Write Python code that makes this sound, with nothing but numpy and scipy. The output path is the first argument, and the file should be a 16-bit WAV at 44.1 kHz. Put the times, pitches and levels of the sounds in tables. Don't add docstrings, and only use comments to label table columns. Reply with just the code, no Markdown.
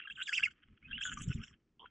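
import sys
import numpy as np
from scipy import signal
from scipy.fft import rfft, irfft, next_fast_len
from scipy.io import wavfile
from scipy.ndimage import uniform_filter1d

SR = 44100
rng = np.random.default_rng(int(sys.argv[2]) if len(sys.argv) > 2 else 0)


def put_to_file(sound):
    columns = np.atleast_2d(sound).T
    safe = np.clip(columns, -1, 1)
    whole_steps = np.round(safe * 32767)
    wavfile.write(sys.argv[1], SR, whole_steps.astype(np.int16))


N = 83790
T = np.arange(N) / SR
WHISTLE_PULSE_HZ, CROAK_PULSE_HZ, BUZZ_HZ = 170, 107.9, 397
# freq_hz, gain_db
THROAT_BAND = [(600, -16.5), (920, -18.5), (1150, -2), (3500, -1), (3850, -4), (4200, -14), (6000, -29)]


def amp(db):
    return 10 ** (np.asarray(db) / 20)


def unit(x):
    return x / np.sqrt(np.mean(x ** 2) + 1e-20)


def colour(x, points):
    hz, db = np.transpose(points)
    size = next_fast_len(N + 4096)
    bin_hz = np.maximum(np.arange(size // 2 + 1) * SR / size, 1)
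    gain_db = np.interp(np.log(bin_hz), np.log(np.maximum(hz, 1)), db)
    return irfft(rfft(x, size) * amp(gain_db), size)[:N]


def noise(points):
    return unit(colour(rng.standard_normal(N), points))


def drift(rate_hz):
    return unit(signal.sosfilt(signal.butter(2, rate_hz, fs=SR, output="sos"), rng.standard_normal(N)))


def curve(rows):
    time_s, value = np.transpose(sorted(map(tuple, rows)))
    return np.interp(T, time_s, value)


def envelope(rows, edge_s=.002):
    outside_s = np.maximum(0, np.maximum(rows[0][0] - T, T - rows[-1][0]))
    return amp(curve(rows)) * np.exp(-np.minimum(outside_s / edge_s, 10) ** 2)


def burst(centre_s, half_s, db):
    return amp(db) * np.exp(-np.minimum(abs(T - centre_s) / half_s, 10) ** 2)


def ring(start_s, hz, db, t60_s, rise_s):
    age_s = np.maximum(T - start_s, 0)
    decay = amp(db - np.minimum(60 * age_s / t60_s, 200))
    return decay * (1 - np.exp(-age_s / rise_s)) * np.sin(2 * np.pi * hz * age_s)


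def roughen(x, depth_rad, rate_hz):
    return np.real(signal.hilbert(x) * np.exp(1j * depth_rad * drift(rate_hz)))


def pulsing(hz, depth, uneven=.3):
    cycles = np.cumsum(hz * (1 + uneven * drift(90))) / SR + rng.random()
    return unit(np.exp(depth * (np.sin(2 * np.pi * cycles) + .3 * drift(200))))


def forest_air():
    # freq_hz, gain_db
    spectrum = [(180, -25.5), (300, 2.5), (355, -2.5), (659, -20.5), (937, -20.5), (1060, -22),
                (1280, -22.5), (3720, -31), (5750, -30), (6520, -33), (8640, -38.5), (11200, -72.5),
                (19000, -120)]
    return amp(-82.5) * noise([(20, -31)] + list(spectrum))


def reflections(x, t60_s):
    tail = rng.standard_normal((2, N)) * amp(-60 * T / t60_s) * (T > .002)
    tail /= np.sqrt(np.sum(tail ** 2, axis=1, keepdims=True))
    return signal.fftconvolve(x[None], tail, axes=1)[:, :N]


def buffeting():
    # time_s, level_db
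    levels = [(0.0, -73), (0.088, -80), (0.12, -62.5), (0.3, -77.5), (0.438, -58.5), (0.602, -79),
              (0.724, -55.5), (0.792, -80.5), (0.84, -59.5), (0.956, -48), (1.032, -65), (1.136, -46.5),
              (1.19, -50.5), (1.21, -37), (1.232, -49.5), (1.28, -39), (1.316, -37.5), (1.332, -59.5),
              (1.354, -38), (1.402, -39), (1.476, -72.5), (1.518, -57), (1.586, -76.5), (1.75, -75.5),
              (1.862, -69), (1.9, -73)]
    # freq_hz, gain_db
    spectrum = [(12, -44.5), (20, -3.5), (80, -4.5), (171, -7.5), (222, -4), (276, -13), (337, -32),
                (393, -23.5), (675, -60), (800, -49), (1040, -80.5), (1760, -120)]
    # centre_s, level_db, pitch_hz
    thump_rows = [(1.2815, -26.5, 134), (1.304, -26, 144), (1.3557, -33, 135)]
    rumble = noise(spectrum)
    rumble /= np.sqrt(uniform_filter1d(rumble ** 2, size=1800))
    thumps = sum(burst(s, half_s=.00476, db=db) * np.cos(2 * np.pi * hz * (T - s))
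                 for s, db, hz in thump_rows)
    return rumble * amp(curve(levels) - 4) + thumps


def twig_rustle(grain_db=4.5):
    # time_s, level_db
    levels = [(0, -78), (.48, -76), (.58, -77.5), (.66, -80.5), (.73, -76.5), (.8, -88), (.83, -71.5),
              (1.26, -68), (1.5, -72), (1.58, -92), (1.77, -100.5), (1.81, -83.5), (1.9, -79.5)]
    # freq_hz, gain_db
    spectrum = [(500, -18), (950, -19.5), (1250, -1), (2600, -1), (3250, -2.5), (3700, -29), (8000, -40),
                (12000, -45)]
    # centre_s, half_length_s, level_db
    scratch_rows = [(0.308, 0.00043, -49.5), (1.2213, 0.0012, -46.5), (1.222, 0.026, -60.5)]
    # freq_hz, gain_db
    scratch_spectrum = [(4500, -26.5), (6000, -18), (7700, 10), (8500, -14), (10500, -9.5), (12500, -12.5)]
    scratches = sum(burst(*row) for row in scratch_rows) * noise(scratch_spectrum)
    grains = unit(noise(spectrum) * amp(grain_db * drift(150)))
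    return amp(curve(levels)) * grains + scratches


def bill_taps():
    # start_s, pitch_hz, level_db, t60_s
    taps = [(.0735, 1630, -36.5, 0.033), (0.2139, 2760, -28, 0.022), (1.0131, 1600, -31.5, 0.01),
            (1.0532, 1650, -31, 0.028), (1.8579, 1398, -39.5, 0.022), (1.872, 3190, -58, 0.051)]
    return colour(sum(ring(*row, rise_s=.0004) for row in taps), THROAT_BAND)


def throat_creak(start_s=1.7965, first_gap_s=.0066, slowing=1.17, rise_s=.0016):
    # pitch_hz, level_db, t60_s, change_per_pulse_db
    modes = [(3172, -44.5, 0.019, -0.8), (3220, -50.5, 0.06, -5), (1004, -57.5, 0.059, 2.4),
             (415, -71, 0.026, 3.5)]
    # freq_hz, gain_db
    spectrum = [(500, 3.5), (680, 1.5), (900, 0.5), (1400, -5.5), (2000, -27), (2800, 7.5), (3500, -5),
                (4200, -29)]
    pulses_s = start_s + first_gap_s * np.r_[0, np.cumsum(slowing ** np.arange(5))]
    rings = sum(ring(s - rise_s, hz * (1 + .035 * rng.normal()), db + k * change_db, t60_s, rise_s)
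                for k, s in enumerate(pulses_s) for hz, db, t60_s, change_db in modes)
    return colour(roughen(rings, depth_rad=.45, rate_hz=120), spectrum)


def bill_treble(overtones, hiss_db=-4.5, spread_db=-4):
    # time_s, level_db
    levels = [
        [(0.08, -91), (0.134, -71.5), (0.144, -83.5), (0.188, -70.5), (0.194, -72), (0.212, -73),
         (0.226, -56.5), (0.236, -49), (0.25, -70.5)],
        [(0.254, -70), (0.288, -45), (0.312, -63.5), (0.338, -42), (0.368, -51.5), (0.378, -45), (0.424, -64),
         (0.438, -49.5), (0.454, -48.5), (0.498, -83.5), (0.512, -66.5), (0.53, -79)],
        [(1.0, -87), (1.008, -64.5), (1.042, -46.5), (1.066, -44), (1.102, -61), (1.142, -43), (1.154, -68),
         (1.19, -50.5), (1.2, -62), (1.24, -50), (1.26, -72.5), (1.29, -57)],
        [(1.293, -61.5), (1.317, -66), (1.343, -57), (1.379, -78), (1.387, -71), (1.405, -82.5), (1.429, -67),
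         (1.439, -56), (1.457, -67.5), (1.503, -67), (1.55, -96)],
    ]
    # freq_hz, gain_db
    bill_spectra = [
        [(2530, -54), (4300, -25), (4820, -9), (5830, -31.5), (6550, -4), (6940, 8), (7850, 4.5), (8010, -17),
         (8150, -39.5), (8640, -14.5), (11200, -51), (19000, -120)],
        [(2470, -53), (4200, -20), (4390, -25.5), (4670, -0.5), (5190, -4.5), (6000, -7.5), (6410, -10.5),
         (6830, -2), (7250, -2), (7840, -6), (8640, -28), (11200, -43), (19000, -120)],
        [(2530, -70), (4300, -35), (4830, -46.5), (5000, -22.5), (6140, -17), (6470, -7.5), (6920, 2),
         (7710, -4.5), (8030, -25.5), (8250, -33.5), (8640, -25.5), (11200, -38.5), (19000, -120)],
        [(2530, -58), (4300, -27.5), (4750, -24.5), (5420, 4), (6320, -10.5), (7640, 0.5), (8130, -33),
         (8270, -41), (8640, -50), (11200, -83), (19000, -120)],
    ]
    ragged = roughen(overtones, depth_rad=.45, rate_hz=250)
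    flutter = pulsing(WHISTLE_PULSE_HZ, depth=.14)
    sides = np.array([[1], [-1]])
    treble = 0
    for level, spectrum in zip(levels, bill_spectra):
        band = [(3800, -45)] + [(hz, db) for hz, db in spectrum if hz > 4000]
        tone = colour(ragged, band)
        tone /= np.sqrt(np.abs(uniform_filter1d(tone ** 2, size=400)) + 1e-10)
        hiss = amp(hiss_db) * flutter * (noise(band) + amp(spread_db) * noise(band) * sides)
        treble += (tone + hiss) * envelope(level)
    return treble / np.hypot(1, amp(hiss_db)) * amp(-2.5)


def rasps(hoarse, flutter):
    # centre_s, half_length_s, level_db
    swells = [(0.216, 0.013, -45), (0.512, 0.0084, -56.5), (0.633, 0.0078, -59), (0.777, 0.0062, -67),
              (1.126, 0.01, -40), (1.161, 0.016, -60), (1.211, 0.009, -48.5), (1.291, 0.0047, -59),
              (1.537, 0.011, -64), (1.859, 0.013, -63)]
    return sum(burst(*row) for row in swells) * hoarse * flutter


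def croaks(hoarse, flutter):
    # start_hz, end_hz, octave_db, hoarse_db
    calls = [(1407, 1900, -15.5, 8.5), (1330, 1180, -31, -36), (1620, 1610, -2.5, -25.5),
             (1580, 1470, -9.5, -12.5), (1704, 1420, -8, -19), (1480, 1700, -6, -7),
             (1450, 1450, -5, -17.5), (1530, 1620, -2, -28.5), (1590, 1600, 3.5, -9.5),
             (1545, 1420, -9, -17.5), (1177, 1200, -16.5, -16), (1438, 1500, -4.5, -4.5),
             (1205, 1520, -7, -1.5), (1620, 530, 11, -1.5)]
    # time_s, level_db
    levels = [
        [(0.0, -54), (0.016, -66.5), (0.024, -74), (0.034, -64), (0.04, -61.5)],
        [(0.046, -77), (0.054, -49), (0.068, -67)],
        [(0.07, -69), (0.076, -43), (0.094, -61), (0.104, -34.5), (0.111, -65.5)],
        [(0.172, -64), (0.176, -44.5), (0.212, -39.5), (0.222, -50)],
        [(0.279, -43.5), (0.287, -42), (0.293, -29), (0.307, -50.5), (0.317, -47), (0.325, -39.5),
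         (0.331, -45.5)],
        [(0.388, -56), (0.396, -37), (0.418, -51.5), (0.43, -34.5), (0.435, -57.5)],
        [(0.468, -65.5), (0.474, -46), (0.486, -49), (0.495, -78.5)],
        [(0.878, -68.5), (0.886, -56), (0.9, -61.5), (0.916, -41.5), (0.922, -43.5), (0.928, -64)],
        [(0.978, -60.5), (0.982, -43.5), (1.004, -54.5), (1.014, -40.5), (1.024, -54)],
        [(1.049, -46.5), (1.055, -36), (1.085, -41), (1.097, -45.5), (1.109, -52), (1.118, -40.5)],
        [(1.166, -68), (1.174, -38.5), (1.194, -54), (1.205, -45)],
        [(1.285, -71.5), (1.311, -45), (1.319, -42.5), (1.335, -83)],
        [(1.397, -63.5), (1.429, -56), (1.445, -57)],
        [(1.483, -65), (1.493, -85.5), (1.515, -77.5)],
    ]
    body, overtones = np.zeros((2, N))
    waver = 1 + .03 * drift(450)
    for (start_hz, end_hz, octave_db, hoarse_db), level in zip(calls, levels):
        pitch_hz = curve([(level[0][0], start_hz), (level[-1][0], end_hz)])
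        phase = 2 * np.pi * np.cumsum(pitch_hz * waver) / SR
        gain = envelope(level) * flutter * amp(.5)
        body += gain * (np.sin(phase) + amp(octave_db) * np.sin(2 * phase) + amp(hoarse_db) * hoarse)
        overtones += gain * amp(-29) * sum(np.sin(k * phase) for k in range(3, 6))
    return body, overtones


def whistles(hoarse):
    # time_s, pitch_hz
    pitches = [
        [(.015, 1874), (.022, 2720), (.063, 2824), (.07, 1990)],
        [(.108, 2640), (.119, 2800), (.131, 3600)],
        [(.15, 3600), (.161, 3120), (.174, 2450)],
        [(.21, 2750), (.219, 2794), (.227, 3365), (.233, 3860), (.245, 3860)],
        [(.25, 3600), (.267, 3450), (.276, 2650), (.284, 2050)],
        [(.327, 1826), (.333, 2788), (.342, 2557), (.351, 3030), (.359, 3330), (.37, 2668), (.383, 2630),
         (.391, 1830)],
        [(.431, 2200), (.436, 2791), (.446, 2508), (.451, 2725), (.458, 2094), (.465, 2243), (.471, 1700)],
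        [(.83, 2157), (.845, 2490), (.88, 2615)],
        [(.923, 2500), (.931, 2745), (.944, 2800), (.957, 3014), (.971, 2930), (.982, 1710)],
        [(1.019, 2628), (1.029, 2700), (1.04, 3337), (1.054, 3470), (1.075, 3376), (1.105, 3044)],
        [(1.215, 2900), (1.235, 3012), (1.25, 3775), (1.27, 3700), (1.288, 2514)],
        [(1.316, 2870), (1.329, 2708), (1.352, 3900), (1.367, 3100), (1.395, 1980)],
        [(1.431, 2650), (1.441, 2720), (1.458, 3700), (1.468, 3020), (1.482, 1887)],
    ]
    # time_s, level_db
    levels = [
        [(0.016, -51), (0.024, -43), (0.038, -55), (0.062, -42.5), (0.07, -65)],
        [(0.108, -38.5), (0.126, -44), (0.133, -73.5)],
        [(0.15, -72), (0.158, -47.5), (0.174, -48)],
        [(0.21, -46), (0.216, -29.5), (0.228, -35.5), (0.245, -59)],
        [(0.25, -61), (0.26, -45.5), (0.283, -35)],
        [(0.328, -27), (0.336, -25.5), (0.346, -29.5), (0.372, -34), (0.382, -19.5), (0.39, -34.5)],
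        [(0.432, -27.5), (0.438, -15.5), (0.45, -34), (0.462, -22.5), (0.47, -44.5)],
        [(0.83, -51.5), (0.834, -66), (0.858, -45.5), (0.88, -60.5)],
        [(0.924, -54), (0.932, -32), (0.942, -37.5), (0.98, -42.5)],
        [(1.019, -40), (1.037, -31.5), (1.045, -48.5), (1.075, -42), (1.087, -51.5), (1.099, -36),
         (1.105, -62.5)],
        [(1.217, -62), (1.239, -52), (1.257, -74), (1.273, -71.5), (1.288, -62.5)],
        [(1.318, -63.5), (1.328, -42), (1.352, -70), (1.388, -55.5), (1.395, -68.5)],
        [(1.432, -55), (1.438, -42), (1.458, -67.5), (1.482, -60)],
    ]
    roughness = [.35, .35, .35, .5, .5, .35, .25, .2, .22, .45, .9, .9, .8]
    body, overtones = np.zeros((2, N))
    flutter = pulsing(WHISTLE_PULSE_HZ, depth=.4) * pulsing(BUZZ_HZ, depth=.31)
    waver = .062 * drift(450)
    fray_rad = 1.7 * drift(130)
    for pitch, level, rough in zip(pitches, levels, roughness):
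        phase = 2 * np.pi * np.cumsum(curve(pitch) * (1 + rough * waver)) / SR
        gain = envelope(level) * unit(flutter ** (2 * min(rough, .5))) * amp(-2)
        halo = amp(-3) * np.sin(phase + fray_rad) + amp(-17) * hoarse
        body += gain * (np.sin(phase) + rough * halo)
        steadier_phase = 2 * np.pi * np.cumsum(curve(pitch) * (1 + .6 * rough * waver)) / SR
        overtones += gain * (np.sin(2 * steadier_phase) + amp(-7.5) * np.sin(3 * steadier_phase))
    return body, overtones


def voices():
    # freq_hz, gain_db
    throat_spectrum = [(700, -42), (1000, -21), (1250, -1.5), (1550, 15.5), (1850, 0.5), (2150, 1.5),
                       (2400, -2.5), (2700, 10), (3250, 11), (3600, -24), (4300, -34.5)]
    hoarse = noise(throat_spectrum) * pulsing(BUZZ_HZ, depth=.18)
    whistle, whistle_overtones = whistles(hoarse)
    flutter = pulsing(CROAK_PULSE_HZ, depth=.52, uneven=.55)
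    croak, croak_overtones = croaks(hoarse, flutter)
    body = colour(whistle + croak + rasps(hoarse, flutter), THROAT_BAND)
    return body, whistle_overtones + croak_overtones


def scene():
    # freq_hz, left_minus_right_db
    pan = [(900, -2.5), (1400, 3), (2100, -1.5), (3300, -3), (5200, 0), (7000, 0.5), (8500, -3.5)]
    body, overtones = voices()
    chicks = body + throat_creak() + bill_taps() + twig_rustle() + bill_treble(overtones)
    placed = np.array([colour(side, [(hz, sign * db / 2) for hz, db in pan])
                       for side, sign in zip(chicks, (1, -1))])
    mid = chicks.mean(axis=0)
    nest_tail = amp(-14.5) * reflections(mid, t60_s=.09)
    forest_tail = amp(-31.5) * reflections(mid, t60_s=.13)
    return placed + nest_tail + forest_tail + buffeting() + forest_air()


def record(dry):
    stop_hz = 12200
    return signal.sosfilt(signal.cheby2(12, 60, stop_hz, fs=SR, output="sos"), dry)


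dry = scene()
out = record(dry)
put_to_file(out)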